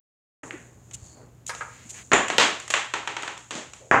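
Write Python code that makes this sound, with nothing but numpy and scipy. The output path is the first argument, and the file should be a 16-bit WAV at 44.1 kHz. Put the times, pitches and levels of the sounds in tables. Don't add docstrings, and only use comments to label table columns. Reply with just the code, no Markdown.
import sys
import numpy as np
from scipy import signal
from scipy.fft import rfft, irfft
from scipy.io import wavfile
from scipy.ndimage import uniform_filter1d, minimum_filter1d

SR = 44100
rng = np.random.default_rng(int(sys.argv[2]) if len(sys.argv) > 2 else 0)


def wrap_up_sound(samples):
    columns = np.atleast_2d(samples).T
    tamed = np.clip(columns, -1, 1)
    steps = np.round(tamed * 32767).astype(np.int16)
    wavfile.write(sys.argv[1], SR, steps)


N = 176400
SIZE = 65536
HZ, AGE, T = np.fft.rfftfreq(SIZE, 1 / SR), np.arange(SIZE) / SR, np.arange(N) / SR
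KNOCK_T60, TICK_T60 = 0.041, 0.022

# (frequency [Hz], gain [dB])
KNOCK_TONE = [(30, -41.5), (150, -2.5), (330, 4.5), (1900, 6.5), (3200, 1), (5000, -14.5), (7500, -10.5),
              (10500, -36), (16000, -55)]


def amp(db):
    return 10 ** (np.asarray(db) / 20)


def unit(x):
    return x / np.sqrt(np.mean(x ** 2) + 1e-20)


def along(points, hz=HZ):
    freqs, values = np.transpose(points)
    return np.interp(np.log(hz + 1), np.log(freqs + 1), values)


def fade(t, t60):
    return np.exp(-np.log(1000) * t / t60)


def peaks(notes):
    return sum(1 / (1 + (2 * (HZ - hz) / width) ** 2) for hz, width in notes)


def band(hz, octaves):
    distance = np.log2((HZ + 1) / hz) / octaves
    return -40 * np.log10(1 + (distance / 2) ** 2)


def shelves(bass_db, treble_db):
    return bass_db / (1 + (HZ / 540) ** 2) + treble_db * (1 - 1 / (1 + (HZ / 3830) ** 4))


def colour(x, db):
    cepstrum = irfft(np.log(amp(db) + 1e-7))
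    cepstrum[1:SIZE // 2] *= 2
    cepstrum[SIZE // 2 + 1:] = 0
    response = irfft(np.exp(rfft(cepstrum)))
    return signal.fftconvolve(x, response)[:len(x)]


def add(out, start, x):
    i = int(start * SR)
    out[i:i + len(x)] += x[:N - i]


def grains(tone, per_second):
    clicks = (rng.random(N) < per_second / SR) * rng.standard_normal(N)
    clicks *= amp(2.5 * rng.standard_normal(N))
    return unit(colour(clicks, along(tone)))


def stroke(start, length):
    progress = np.clip((T - start) / length, 0, 1)
    return np.sqrt(np.abs(np.sin(np.pi * progress)))


def table_db():
    # (pitch [Hz], width [Hz])
    notes = [(325, 9.1), (484, 7), (626, 24), (816, 77), (1085, 120), (1880, 10), (2714, 40), (3290, 38)]
    return 3 * peaks(notes)


def room():
    # (frequency [Hz], t60 [s])
    fade_times = [(100, 0.34), (3000, 0.44), (12000, 0.39)]
    hz, t, spectrum = signal.stft(rng.standard_normal(SIZE), SR, nperseg=256)
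    spectrum *= fade(t, along(fade_times, hz)[:, None])
    tail = signal.istft(spectrum, SR, nperseg=256)[1][:SIZE]
    return tail * (1 - np.exp(-AGE / .012))


def hit(tone_db, t60, rattle, room_db, echo=None):
    # (frequency [Hz], gain [dB])
    room_tone = [(60, 5), (250, 4), (7500, -1.5), (14000, -11.5)]
    dull = signal.butter(1, 5400, fs=SR, output="sos")
    ring = signal.sosfilt(dull, rng.standard_normal(SIZE)) * fade(AGE, t60)
    contact = rattle * ring / np.linalg.norm(ring)
    contact[0] += 1
    direct = unit(colour(contact, tone_db))
    echo = room() if echo is None else echo
    tail = unit(colour(echo, tone_db + along(room_tone) + table_db()))
    return (direct + amp(room_db) * tail) * np.sqrt(.01 * SR / SIZE)


def background():
    # (frequency [Hz], gain [dB])
    air_tone = [(20, -36.5), (55, 1.5), (130, -1.5), (220, -7), (5000, -36.5), (16000, -39.5)]
    hum_hz, dip_s, dip_db = 120.3, 2.2, -4
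    hum = amp(-56) * np.sqrt(2) * np.sin(2 * np.pi * (hum_hz * T + rng.random()))
    air = amp(-54.5) * unit(colour(rng.standard_normal(N), along(air_tone)))
    return (hum + air) * amp(dip_db * np.clip((T - dip_s) * 10, 0, 1))


def rolling():
    # (time [s], level [dB])
    levels = [(.43, -42.5), (.75, -64), (1.05, -66), (1.22, -50.5), (1.36, -70), (1.6, -86)]
    # (frequency [Hz], gain [dB])
    tone = [(60, -34), (250, 11), (600, 4.5), (2000, -11), (16000, -89)]
    # (time [s], length [s], level [dB], pitch [Hz])
    ramp_hiss = (.95, .34, -65, 4450)
    rumble = unit(colour(grains(tone, per_second=2500), table_db()))
    rumble *= amp(np.interp(T, *np.transpose(levels)))
    start, length, db, hz = ramp_hiss
    hiss = unit(colour(rng.standard_normal(N), band(hz, octaves=.07)))
    return rumble + amp(db) * stroke(start, length) ** 2 * hiss


def knocks():
    # (time [s], level [dB], bass [dB], treble [dB], echo [dB])
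    contacts = [(.434, -40, 1, -28, -0.5), (2.1176, -17.5, 0.5, -1.5, 8.5), (2.3015, -22, 2, 6.5, 0.5),
                (2.3829, -11, -9, 6.5, -1.5), (2.399, -20.5, 2, 12.5, 8.5), (2.7392, -16.5, -16, 7, 0),
                (3.5085, -31.5, 0, 16.5, 3), (3.5532, -36.5, 10, 19.5, 7.5)]
    out = np.zeros(N)
    for start, db, bass_db, treble_db, room_db in contacts:
        tone_db = along(KNOCK_TONE) + shelves(bass_db, treble_db)
        add(out, start, amp(db) * hit(tone_db, KNOCK_T60, rattle=1, room_db=room_db))
    return out


def friction():
    # (time [s], level [dB])
    rustle_levels = [(.44, -50.5), (.8, -67.5), (1.08, -52), (1.3, -72.5), (1.45, -74), (1.55, -50),
                     (1.82, -58), (1.95, -44.5), (2.1, -57), (3.9, -60)]
    # (frequency [Hz], gain [dB])
    rustle_tone = [(300, -5), (4400, -11.5), (5300, -11.5), (7000, 6.5), (10500, -18.5), (16000, -43.5)]
    # (time [s], length [s], level [dB])
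    crinkles = [(.934, 0.023, -37), (1.464, 0.0065, -33.5), (1.474, 0.018, -35.5), (1.891, 0.026, -39)]
    # (frequency [Hz], gain [dB])
    crinkle_tone = [(500, -39), (3000, -1.5), (5000, -7), (7200, 10.5), (10500, -10), (16000, -26)]
    # (time [s], length [s], level [dB])
    slides = [(1.68, 0.23, -54.5), (1.935, 0.099, -47.5)]
    # (frequency [Hz], gain [dB])
    slide_tone = [(150, -20), (2200, 2.5), (5000, -9.5), (12000, -25)]
    out = amp(np.interp(T, *np.transpose(rustle_levels))) * grains(rustle_tone, per_second=7800)
    for rubs, tone in [(crinkles, crinkle_tone), (slides, slide_tone)]:
        for start, length, db in rubs:
            out += amp(db) * stroke(start, length) * grains(tone, per_second=12000)
    return out


def snaps():
    # (time [s], level [dB], pitch [Hz], half-width [octaves])
    contacts = [(0.5086, -34, 1860, 0.34), (2.3824, -11.5, 3130, 0.5)]
    out = np.zeros(N)
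    for start, db, hz, octaves in contacts:
        add(out, start, amp(db) * hit(band(hz, octaves), TICK_T60, rattle=0.2, room_db=-3.5))
    return out


def thumps():
    # (time [s], relative level [dB], pitch [Hz], t60 [s])
    bumps = [(0.524, -34, 324, 0.1), (0.932, -36.5, 88.5, 0.15), (1.009, -34, 68, 0.13),
             (1.849, -39.5, 188, 0.07), (3.516, -43, 228, 0.39), (3.803, -50, 530, 0.4)]
    out = np.zeros(N)
    swell = 1 - np.exp(-AGE / 0.012)
    for start, db, hz, t60 in bumps:
        body = unit(colour(rng.standard_normal(SIZE), band(hz, octaves=0.28)))
        add(out, start, 2 * amp(db) * body * swell * fade(AGE, t60))
    return out


def ticks():
    # (time [s], level [dB])
    taps = [(0.9114, -48.5), (1.55, -39.5), (2.283, -30.5), (2.5998, -37.5), (2.679, -37.5), (2.7028, -27),
            (2.708, -28), (3.223, -37.5), (3.3768, -42), (3.735, -41.5)]
    # (frequency [Hz], gain [dB])
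    tone = [(100, -16), (700, 2), (2800, 5.5), (5000, -3), (7500, 9), (10500, -12.5), (16000, -20)]
    out = np.zeros(N)
    for start, db in taps:
        add(out, start, amp(db) * hit(along(tone), TICK_T60, rattle=5.1, room_db=-2))
    return out


def block():
    # (time [s], level [dB], treble [dB])
    bumps = [(1.4934, -27.5, 2.5), (1.608, -28, -24)]
    # (frequency [Hz], gain [dB])
    tone = [(80, -38), (450, -12), (1400, -3), (2300, -4), (3000, -14), (9000, -13), (16000, -38)]
    pitches = [487, 936, 1255, 1400, 1648]
    width_hz = 72
    wood_db = along(tone) + 10 * peaks((hz, width_hz) for hz in pitches)
    out = np.zeros(N)
    for start, db, treble_db in bumps:
        add(out, start, amp(db) * hit(wood_db + shelves(0, treble_db), t60=0.11, rattle=9.9, room_db=-4.5))
    return out


def clack():
    # (time [s], level [dB], echo [dB])
    contact = (2.133, -13.5, -1.5)
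    # (frequency [Hz], gain [dB])
    tone = [(100, -9.5), (1200, -2.5), (1900, 2.5), (5000, -24.5), (7100, -2.5), (10500, -30), (16000, -56)]
    # (pitch [Hz], width [Hz])
    notes = [(1114, 50), (1717, 43), (7080, 230)]
    start, db, room_db = contact
    tone_db = along(tone) + 9 * peaks(notes)
    out = np.zeros(N)
    add(out, start, amp(db) * hit(tone_db, t60=0.022, rattle=3, room_db=room_db))
    return out


def cup():
    # (time [s], level [dB])
    bounces = [(2.9385, -22.5), (3.075, -25.5), (3.167, -28), (3.2327, -30), (3.278, -29.5)]
    # (pitch [Hz], width [Hz])
    notes = [(330, 79), (410, 30), (722, 13), (945, 120), (1320, 70), (1530, 16), (1830, 21)]
    tone_db = along(KNOCK_TONE) + shelves(bass_db=-9.5, treble_db=7.5) + 6.5 * peaks(notes)
    out, echo = np.zeros(N), room()
    for start, db in bounces:
        add(out, start, amp(db) * hit(tone_db, KNOCK_T60, rattle=1, room_db=-0.5, echo=echo))
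    return out


def thud():
    # (time [s], level [dB], echo [dB])
    fall = (3.9132, -11.5, 4.5)
    # (frequency [Hz], gain [dB])
    tone = [(30, -34), (110, -5), (350, 0.5), (1500, 6.5), (2500, -4.5), (4200, -31), (7200, -20.5),
            (11000, -54), (16000, -109)]
    start, db, room_db = fall
    out = np.zeros(N)
    for delay_s, drop_db in [(0, 0), (0.028, -15)]:
        impact = hit(along(tone), t60=0.017, rattle=0.37, room_db=room_db)
        add(out, start + delay_s, amp(db + drop_db) * impact)
    return out


def scene():
    mix = background() + rolling() + knocks() + friction() + snaps() + thumps()
    mix += ticks() + block() + clack() + cup() + thud()
    return mix[None]


def record(dry):
    open_s, ring_hz, ring_width_hz = .431, 6590, 860
    low_cut_hz, top_hz, ceiling = 56, 15900, .96
    x = dry[0] * np.clip((T - open_s) / 0.002, 0, 1)
    x = colour(x, 4 * peaks([(ring_hz, ring_width_hz)]))
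    x = signal.sosfilt(signal.butter(2, low_cut_hz, "high", fs=SR, output="sos"), x)
    safe_gain = ceiling / np.maximum(np.abs(x), ceiling)
    x *= uniform_filter1d(minimum_filter1d(safe_gain, size=129), size=129)
    top_cut = np.clip((top_hz - np.fft.rfftfreq(N, 1 / SR)) / 900 + .5, 0, 1)
    return irfft(rfft(x) * top_cut, N)[None]


dry = scene()
out = record(dry)
wrap_up_sound(out)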